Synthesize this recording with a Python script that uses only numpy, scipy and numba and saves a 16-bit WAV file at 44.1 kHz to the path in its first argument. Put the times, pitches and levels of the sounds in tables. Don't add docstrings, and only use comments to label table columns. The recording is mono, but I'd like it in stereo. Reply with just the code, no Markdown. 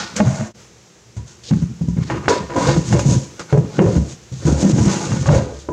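import sys
import numpy as np
from scipy import signal
from scipy.fft import rfft, irfft, next_fast_len
from scipy.io import wavfile
from scipy.ndimage import uniform_filter1d
from numba import njit

SR = 44100
rng = np.random.default_rng(int(sys.argv[2]) if len(sys.argv) > 2 else 0)


def bounce(signal):
    frames = np.transpose(np.atleast_2d(signal))
    limited = np.clip(frames, -1, 1)
    pcm = np.round(limited * 32767).astype(np.int16)
    wavfile.write(sys.argv[1], SR, pcm)


N = 252336
TIME_S = np.arange(N) / SR


def undb(db):
    return 10 ** (np.asarray(db) / 20)


def unit_rms(x):
    return x / np.sqrt(np.mean(x ** 2))


def colour(x, points):
    hz, db = np.transpose(points)
    size = next_fast_len(len(x))
    bins_hz = np.maximum(np.arange(size // 2 + 1) * SR / size, 1)
    gain = undb(np.interp(np.log(bins_hz), np.log(hz), db))
    return irfft(rfft(x, size) * gain, size)[:len(x)]


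def walk(rate_hz):
    step = int(SR / rate_hz)
    return uniform_filter1d(np.repeat(rng.standard_normal(N // step + 1), step), step)[:N]


@njit
def bandpass(x, centre_hz, width_hz):
    y, band, low = np.empty(len(x)), 0., 0.
    for i in range(len(x)):
        g, damping = np.tan(np.pi * centre_hz[i] / SR), width_hz / centre_hz[i]
        v = (band + g * (x[i] - low)) / (1 + g * (g + damping))
        band, low, y[i] = 2 * v - band, low + 2 * g * v, damping * v
    return y


def soften(x, push_s):
    return signal.lfilter(np.hanning(int(push_s * SR) + 3), 1, x)


def slips(rate_hz, spread_db, push_s):
    chance, size, sign = rng.random(N), rng.exponential(1, N), np.sign(rng.standard_normal(N))
    jerks = (chance < rate_hz / SR) * undb(spread_db * np.minimum(size, 2.5)) * sign
    return unit_rms(soften(jerks, push_s))


def rubbed(modes, force, wander_db):
    out = np.zeros(N)
    for hz, db, t60_s in modes:
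        r, w = np.exp(-np.log(1000) / (t60_s * SR)), 2 * np.pi * hz / SR
        drive = force * undb(wander_db * walk(15))
        ring = signal.lfilter([0, r * np.sin(w)], [1, -2 * r * np.cos(w), r * r], drive)
        out += undb(db) * ring / np.sqrt(t60_s)
    return unit_rms(out)


# pitch_hz, level_db, t60_s
CARCASS_MODES = [(111.5, -6.5, 0.99), (138.8, -2.5, 0.2), (210, -9, 0.21)]


def hollow_boom(judder, pitch_hz):
    hollow = unit_rms(bandpass(bandpass(judder, pitch_hz, 46.), pitch_hz, 210.))
    return unit_rms(hollow + undb(-6.5) * rubbed(CARCASS_MODES, judder, wander_db=2.7))


# pitch_hz, level_db, t60_s
BENCH_MODES = [(67, -26.5, 0.87), (71.94, 11.5, 0.94), (74, -12, 0.9)]


def bench_thud():
    return rubbed(BENCH_MODES, slips(1500, 0.65, 0.003), wander_db=1.5)


# pitch_hz, level_db, t60_s
BOARD_MODES = [(283, 0.5, 0.32), (343, 4.5, 0.22), (426, -9, 0.29), (480, -1.5, 0.12), (524.5, 3, 0.091),
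               (573.4, -3, 0.13), (665.7, -8, 0.12)]


def board_ring(rumble, lead_hz, lead_db):
    others = rubbed(BOARD_MODES, rumble, wander_db=4.4)
    lead = undb(lead_db) * unit_rms(bandpass(rumble, lead_hz, 65.))
    return (others + lead) / np.hypot(1, undb(lead_db))


# pitch_hz, level_db, t60_s
EDGE_MODES = [(851, 0, 0.092), (905, -2.5, 0.11), (1094.6, -3.5, 0.2), (1258, 1, 0.027), (1484, 1, 0.031),
              (1610, -3.5, 0.041), (1838, -6.5, 0.07), (2170, -10, 0.1), (2465, -20.5, 0.067),
              (2770, -7, 0.07)]


def edge_ring(chatter):
    faint = bandpass(bandpass(chatter, np.full(N, 1500.), 1600.), np.full(N, 1700.), 2100.)
    return unit_rms(rubbed(EDGE_MODES, chatter, wander_db=4.5) + undb(-1.5) * unit_rms(faint))


# pitch_hz, level_db, t60_s
PANEL_MODES = [(979.7, 4, 0.15), (987, -7, 0.067), (1034, -19, 0.16)]


def panel_ring():
    return rubbed(PANEL_MODES, slips(6000, 0.69, 0.0009), wander_db=1.0)


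# freq_hz, density_db
GRAIN_SPECTRUM = [(530, -99), (900, -12.5), (1310, -21), (1550, -12), (2470, -9.5), (4100, -15),
                  (6640, -2.5), (7310, -8.5), (10600, -32.5), (16000, -49)]


def grain_hiss(scrape_db):
    bursts = undb(1.1 * walk(40) + 1.25 * walk(250))
    grain = colour(slips(9000, 4.9, 0) * bursts, GRAIN_SPECTRUM)
    scrape_hz, hiss_hz = np.full(N, 4200.), np.full(N, 6800.)
    scrape = unit_rms(bandpass(bandpass(grain, scrape_hz, 2000.), scrape_hz, 2600.))
    return unit_rms(bandpass(grain, hiss_hz, 8300.)) + undb(scrape_db) * scrape


# time_s, boom_db, boards_db, hiss_db
STROKES = [
    [(0.0, -25, -35.5, -30), (0.094, -50, -46, -42.5), (0.13, -32.5, -45, -47)],
    [(0.156, -33, -20, -43), (0.164, -31, -34.5, -33), (0.19, -26, -23, -37)],
    [(1.435, -51, -64, -41), (1.475, -65, -58, -37.5), (1.49, -44, -38.5, -37)],
    [(1.513, -12, -25, -48), (1.527, -6, -33.5, -43.5), (1.6, -16.5, -48, -44.5)],
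    [(1.815, -17, -32, -61), (1.819, -6.5, -35, -46.5), (1.865, -24, -51, -58)],
    [(1.886, -14, -46, -42), (1.942, -19.5, -51, -59), (1.95, -29, -53, -58)],
    [(2.502, -46, -26, -44), (2.53, -44, -27, -46), (2.545, -32, -26.5, -39)],
    [(3.394, -26, -29, -31), (3.478, -54, -58, -60), (3.5, -33, -37, -41)],
    [(4.322, -24.5, -35, -41), (4.376, -29, -59, -39.5), (4.43, -29, -34, -38)],
    [(5.689, -32, -12, -56), (5.697, -20, -19.5, -56), (5.72, -36, -22, -54)],
    [(1.168, -29, -40, -48), (1.224, -30.5, -53, -60), (1.252, -35, -67, -64), (1.282, -45, -54, -38.5),
     (1.41, -52, -63, -61)],
    [(1.62, -2, -32, -48), (1.678, -33.5, -49, -50), (1.702, -21, -47, -60), (1.712, -20, -48, -53),
     (1.79, -38, -69, -68)],
    [(1.969, -14.5, -28.5, -54), (1.999, -10, -36, -57), (2.037, -20, -33, -37.5), (2.047, -17.5, -55, -49),
     (2.08, -30, -37, -40)],
    [(2.101, -24, -14.5, -32.5), (2.141, -20.5, -22.5, -43.5), (2.179, -23, -24.5, -42.5),
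     (2.197, -18.5, -31.5, -50), (2.245, -30, -32, -45.5)],
    [(2.283, -42, -15.5, -23), (2.319, -24, -10.5, -24.5), (2.369, -36, -20.5, -33),
     (2.421, -16.5, -26.5, -42), (2.48, -39, -35.5, -47)],
    [(3.055, -8.5, -26.5, -29), (3.129, -8, -18, -21.5), (3.177, -12.5, -27.5, -28),
     (3.247, -32.5, -37, -37.5), (3.37, -45, -46, -55)],
    [(3.53, -25, -1.5, -39), (3.536, -11, -14, -54), (3.604, -11.5, -23.5, -59), (3.724, -38, -34.5, -43.5),
     (3.765, -25, -30, -38)],
    [(4.458, -20, -22, -32), (4.478, -15, -12.5, -26.5), (4.526, -10.5, -19, -31.5),
     (4.566, -15.5, -22, -32), (4.615, -20.5, -17, -25)],
    [(0.205, -22, -21, -49), (0.219, -11.5, -27, -40), (0.271, -8.5, -22, -32.5), (0.365, -24, -27, -32.5),
     (0.423, -18, -25.5, -34), (0.475, -40, -33, -35), (0.507, -38, -31, -54), (0.53, -57, -67, -66)],
    [(2.562, -21, -13, -32), (2.626, -19, -14.5, -23), (2.676, -14.5, -16.5, -24.5),
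     (2.792, -12, -25, -31.5), (2.836, -26, -28.5, -37), (2.886, -18.5, -36, -27.5),
     (2.95, -8.5, -16.5, -28.5), (3.035, -24, -26.5, -32)],
    [(3.79, -8.5, -7, -43.5), (3.95, -17, -21, -32), (3.968, -5.5, -19, -31), (3.994, -10.5, -28, -39.5),
     (4.046, -25, -33.5, -44), (4.124, -31.5, -36, -32.5), (4.188, -45, -68, -57), (4.29, -61, -67, -75.5)],
    [(4.634, -18, -16, -42), (4.642, -8, -17, -31), (4.714, -11, -18.5, -26.5), (4.73, -10.5, -23, -34.5),
     (4.758, -10, -17, -29.5), (4.812, -5.5, -21, -25), (4.84, -8, -25, -25.5), (4.885, -9, -21, -26)],
    [(4.89, -16, -16, -27), (4.914, -13, -24.5, -22), (4.948, -17, -22, -23.5), (4.99, -23.5, -25, -27.5),
     (5.16, -15.5, -26, -29), (5.19, -19, -30, -33), (5.218, -7.5, -35, -31), (5.24, -19, -28, -35)],
    [(5.262, -25, -18, -34), (5.272, -21, -23.5, -25), (5.292, -8.5, -11.5, -38),
     (5.324, -11.5, -11, -28.5), (5.384, -13, -13.5, -31.5), (5.5, -31.5, -27.5, -44.5),
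     (5.616, -41, -41.5, -41.5), (5.66, -49, -45, -51)],
]


def stroke_levels_db(hold_s=.045):
    levels_db = np.full((3, N), -100.)
    for time_s, *columns in map(np.transpose, sorted(STROKES)):
        inside = (TIME_S >= time_s[0]) & (TIME_S <= time_s[-1] + hold_s)
        levels_db[:, inside] = [np.interp(TIME_S[inside], time_s, db) for db in columns]
    return uniform_filter1d(levels_db, size=40)


# start_s, boom_hz, lead_hz, lead_db, thud_db, edges_db, panel_db, scrape_db
CONTACTS = [(0, 201, 405, -12, -7, 7, -8, 4.5), (.15, 203, 460, 2, -12, 4, -26, 4),
            (.2, 201, 612, 7, -26, -4.5, -14, -1), (.255, 130, 628, 5.5, -20, -2.3, -16, -11.5),
            (1.16, 127, 340, 3, -2, -3.5, -0.5, -9), (1.43, 131, 440, -4, 4, -13, -25, 4),
            (1.5, 172, 287, 5, -13, -2, -17, -2.5), (1.61, 146, 285, 7, -14, -2, -15, -8),
            (1.81, 155, 292, 6, -15, -16, -12, -8), (1.88, 155, 284, 6, -6, -17, 0, -11.5),
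            (1.96, 142, 308, 11, -13.5, 3, -14, 1.5), (2.09, 135, 339, 7.5, -11, 4, -11, -2),
            (2.28, 149, 392, -0.8, -6, 0.2, -4, 1), (2.49, 147, 486, -5, -24, 5.5, -2, 2),
            (2.55, 152, 530, -9.5, -22, -4, -4, -6), (2.669, 133, 504, 2.5, -11, -0.5, -5, -0.5),
            (2.75, 137, 320, 1, -4.5, -5.5, -8.5, -8.5), (3.05, 134, 312, 0.5, -20.5, -12, -12.5, -14.5),
            (3.38, 152, 458, 1, -20, 4.5, -10, -3), (3.52, 141.6, 423, 2.5, -17, -4.5, -17, -1),
            (3.78, 152, 378, -0.5, -14, -10.5, -18, -7), (3.948, 147, 299, 4, -3, -8, -16, -10.5),
            (4.31, 135, 300, -5, -7, -5.5, -18, -6), (4.45, 148, 292, 4.5, -3.5, -10, -15.5, -12),
            (4.63, 174, 273, 3, -26, -12, -25, -12), (4.78, 157.5, 304, 5, -14, -6, -9.5, -17),
            (4.88, 163, 350, -3, -19, -1.5, -10, -8.5), (5.05, 142, 318, 2, -8.5, -3.5, -14, -9),
            (5.25, 132, 538, -0.3, -2, -6.5, -18, -5.5), (5.421, 128, 427, -5, 8, -7, -18, -5),
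            (5.68, 164, 330, 0, -9, -15, -12, -15)]


def contact(time_s):
    rows = np.array(CONTACTS, float)
    current = np.maximum(np.searchsorted(rows[:, 0], time_s, side="right") - 1, 0)
    return rows[current].T[1:]


def rubbing(pitch_wander=0.023, edge_speed_share=0.48):
    boom_db, boards_db, hiss_db = stroke_levels_db()
    tone = uniform_filter1d(contact(TIME_S), size=200)
    boom_hz, lead_hz, lead_db, thud_db, edges_db, panel_db, scrape_db = tone
    boom_hz = boom_hz * (1 + pitch_wander * walk(17))
    lead_hz = lead_hz * (1 + pitch_wander * walk(15))
    edge_drive_db = boards_db + edge_speed_share * (hiss_db - boards_db)
    judder = slips(rate_hz=250, spread_db=1.5, push_s=0.0026)
    rumble = slips(rate_hz=700, spread_db=2.54, push_s=0.00069)
    chatter = slips(rate_hz=1500, spread_db=2.9, push_s=0.00035)
    return (undb(boom_db) * hollow_boom(judder, boom_hz)
            + undb(boom_db + thud_db) * bench_thud()
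            + undb(boards_db) * board_ring(rumble, lead_hz, lead_db)
            + undb(edge_drive_db + edges_db) * edge_ring(chatter)
            + undb(boards_db + panel_db) * panel_ring()
            + undb(hiss_db) * grain_hiss(scrape_db))


# freq_hz, density_db
AIR_SPECTRUM = [(20, -46), (45, -37.5), (62, -1), (90, -10.5), (120, 3.5), (155, -10), (205, -3),
                (260, -17), (360, -7), (440, -11.5), (480, -8.5), (560, -15), (1100, -19.5), (2500, -21.5),
                (4600, -23), (6200, -17), (7400, -21), (8600, -34), (16000, -50)]
# time_s, level_db
AIR_LEVEL = [(0, -37), (.62, -37), (.7, -41.5), (1.1, -43.5), (3.3, -37.5), (5.72, -43.5)]


def workshop_air():
    air = unit_rms(colour(rng.standard_normal(N), AIR_SPECTRUM))
    return air * undb(np.interp(TIME_S, *np.transpose(AIR_LEVEL)) + 0.62 * walk(1.7))


def struck(modes, t, scatter, push_s):
    ring = np.zeros(len(t))
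    for (hz, db, t60_s), (boost, detune) in zip(modes, scatter):
        swing = np.sin(2 * np.pi * hz * (1 + .012 * detune) * t)
        ring += undb(db + 3.5 * boost) * swing * 1000. ** (-t / t60_s)
    ring = soften(ring, push_s)
    return ring / np.abs(ring).max()


def corner_clack(t, scatter, noise, cutoff_hz=5000, delay_s=0.00198):
    tick = 0.7 * np.sin(2 * np.pi * 1500 * t) * np.exp(-t / 0.0011) * (1 - np.exp(-t / 0.00022))
    rattle = 1 + .5 * unit_rms(uniform_filter1d(noise, size=60))
    damping = 0.73 + 1.78 * np.exp(-t / 0.021)
    edges = rattle * struck(EDGE_MODES, t, scatter, push_s=0.00014) * damping
    clack = signal.lfilter(*signal.butter(2, cutoff_hz, fs=SR), tick + edges)
    return np.roll(clack, int(delay_s * SR))


# start_s, boards_db, boom_db, boom_hz, edges_db, crack_db
KNOCKS = [(0.163, -19, -17, 212, -39, -9), (0.201, -2.5, -4.5, 210.6, -9, -38),
          (.266, -23, -8, 196.5, -38, -35), (.409, -15, -12, 218, -25, -37),
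          (1.166, -29, -17.5, 109.7, -47, -30.5), (1.446, -50, -49, 95, -51, -39),
          (1.509, -34, -3, 149.6, -22.5, -43), (1.534, -30, -6, 168.8, -28, -33),
          (1.619, -34, -8.5, 172.6, -52, -30), (1.81, -42, -8, 167, -42, -44),
          (1.883, -54, -4, 174.2, -47, -35), (1.966, -37, -6.5, 169.2, -35, -37),
          (2.098, -21, -25, 159, -14.5, -48), (2.255, -21, -18, 138, -22, -44), (2.28, 2, -20, 99, -5, -34),
          (2.293, -8, -38, 232, -28, -14), (2.498, -16.5, -26, 136, -29, -45),
          (2.558, -4, -55, 217, -25, -45), (2.575, -1.5, -40, 158, -43, -37),
          (2.672, -2.5, -17, 136, -16, -14), (2.688, 1, -7, 131, -11, -22),
          (2.764, -1.5, -7, 170, -32, -22.5), (2.925, -7, -16.5, 176, -15, -13.5),
          (2.952, -12, -8, 114.4, -35, -42), (2.992, -12, -27, 179, -17, -13),
          (3.051, -11, -10.5, 177, -28, -35), (3.074, -25, -16, 146, -43, -31),
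          (3.393, -26, -29, 169, -30, -25), (3.526, -2.5, -2, 146, -18.5, -29),
          (3.574, -3.5, -5, 153.5, -30, -29), (3.783, -32, -3, 194.5, -21, -58),
          (3.79, -35, -3.5, 164, -12.5, -54), (3.817, -2, -11, 154, -36, -25),
          (3.86, -6, -4, 109.8, -24, -50), (3.957, -12, -15.5, 163, -36, -44),
          (4.317, -43, -16.5, 130.5, -55, -51), (4.452, -23, -2.5, 148, -35, -21),
          (4.478, -6.5, -11, 149, -27, -19), (4.628, -2, -1.5, 192, -31, -19.5),
          (4.73, -31, -5, 125, -31, -41), (4.786, -4.5, -8.5, 107, -43, -20),
          (4.861, -15, -3, 192, -30, -40), (5.118, -22, -7.5, 126.6, -20, -38),
          (5.257, -36, -13, 100, -17, -28), (5.286, -8, -3.5, 151, -10, -38),
          (5.348, -0.5, -6.5, 115, -23, -20), (5.687, -8.5, -22, 128, -38, -48)]


def knocks(hollow_t60_s=0.27):
    out, t = np.zeros(N + SR), np.arange(int(.6 * SR)) / SR
    scatters = rng.standard_normal((len(KNOCKS), 3, 12, 2))
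    noises = rng.standard_normal((len(KNOCKS), len(t)))
    rise = 1 - np.exp(-t / 0.001)
    for row, scatter, noise in zip(KNOCKS, scatters, noises):
        start_s, boards_db, boom_db, boom_hz, edges_db, crack_db = row
        lead_hz, lead_db = contact(start_s + .01)[1:3]
        hollow = np.sin(2 * np.pi * boom_hz * t) * 1000. ** (-t / hollow_t60_s)
        carcass = 0.13 * struck(CARCASS_MODES, t, scatter[0], push_s=0.00024)
        boards = struck([(lead_hz, 5.5 + lead_db, .15)] + BOARD_MODES, t, scatter[1], push_s=0.00053)
        crack = colour(noise, GRAIN_SPECTRUM) * np.exp(-t / 0.02) * (1 - np.exp(-t / 0.0008))
        i = int(start_s * SR)
        out[i:i + len(t)] += (undb(boom_db) * rise * (hollow + carcass)
                              + undb(boards_db) * boards
                              + undb(edges_db) * corner_clack(t, scatter[2], noise)
                              + undb(crack_db) * crack / np.abs(crack).max())
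    return out[:N]


# freq_hz, gain_db
SIDE_SPECTRUM = [(60, -44), (110, -28), (200, -28.5), (380, -23), (700, -17.5), (1290, -15), (2380, -12),
                 (4400, -8), (8120, -3), (15000, -2.5)]


def reflections(mid, decay_s=0.011):
    t = np.arange(int(.2 * SR)) / SR
    echoes = rng.standard_normal((2, len(t))) * np.exp(-t / decay_s)
    blend_rad = np.cumsum(walk(8.7)) * 40 / SR
    one, two = (signal.fftconvolve(mid, echo / np.linalg.norm(echo))[:N] for echo in echoes)
    return colour(one * np.cos(blend_rad) + two * np.sin(blend_rad), SIDE_SPECTRUM)


# time_s, gain_db
OVERALL_GAIN = [(0, -2), (.47, -6), (0.518, -10.5), (0.533, -31), (.55, -9.5), (.6, -4.5), (5.72, -4)]


def scene(balance_db=.4):
    gain = undb(np.interp(TIME_S, *np.transpose(OVERALL_GAIN)))
    mid = (rubbing() + knocks() + workshop_air()) * gain
    side = reflections(mid)
    return np.array([(mid + side) * undb(balance_db / 2), (mid - side) * undb(-balance_db / 2)])


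@njit
def limiter_gain(peak, threshold, attack_s, release_s):
    gain, envelope = np.ones(len(peak)), 0.
    for i in range(len(peak)):
        envelope += (peak[i] - envelope) / (SR * (attack_s if peak[i] > envelope else release_s))
        if envelope > threshold:
            gain[i] = threshold / envelope
    return gain


def record(dry, low_cut_hz=57, bass_hz=450, knee=.5, slope_over_knee=.15, high_cut_hz=15800):
    dry = signal.sosfilt(signal.butter(3, low_cut_hz, "high", fs=SR, output="sos"), dry)
    held = dry * limiter_gain(np.abs(dry).max(axis=0), threshold=0.61, attack_s=0.0016, release_s=.012)
    bass = signal.sosfiltfilt(signal.butter(2, bass_hz, fs=SR, output="sos"), held)
    bent = held - (1 - slope_over_knee) * (bass - np.clip(bass, -knee, knee))
    high_cut = signal.ellip(10, .2, 80, high_cut_hz, fs=SR, output="sos")
    return signal.sosfilt(high_cut, np.clip(bent, -.97, .97))


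dry = scene()
out = record(dry)
bounce(out)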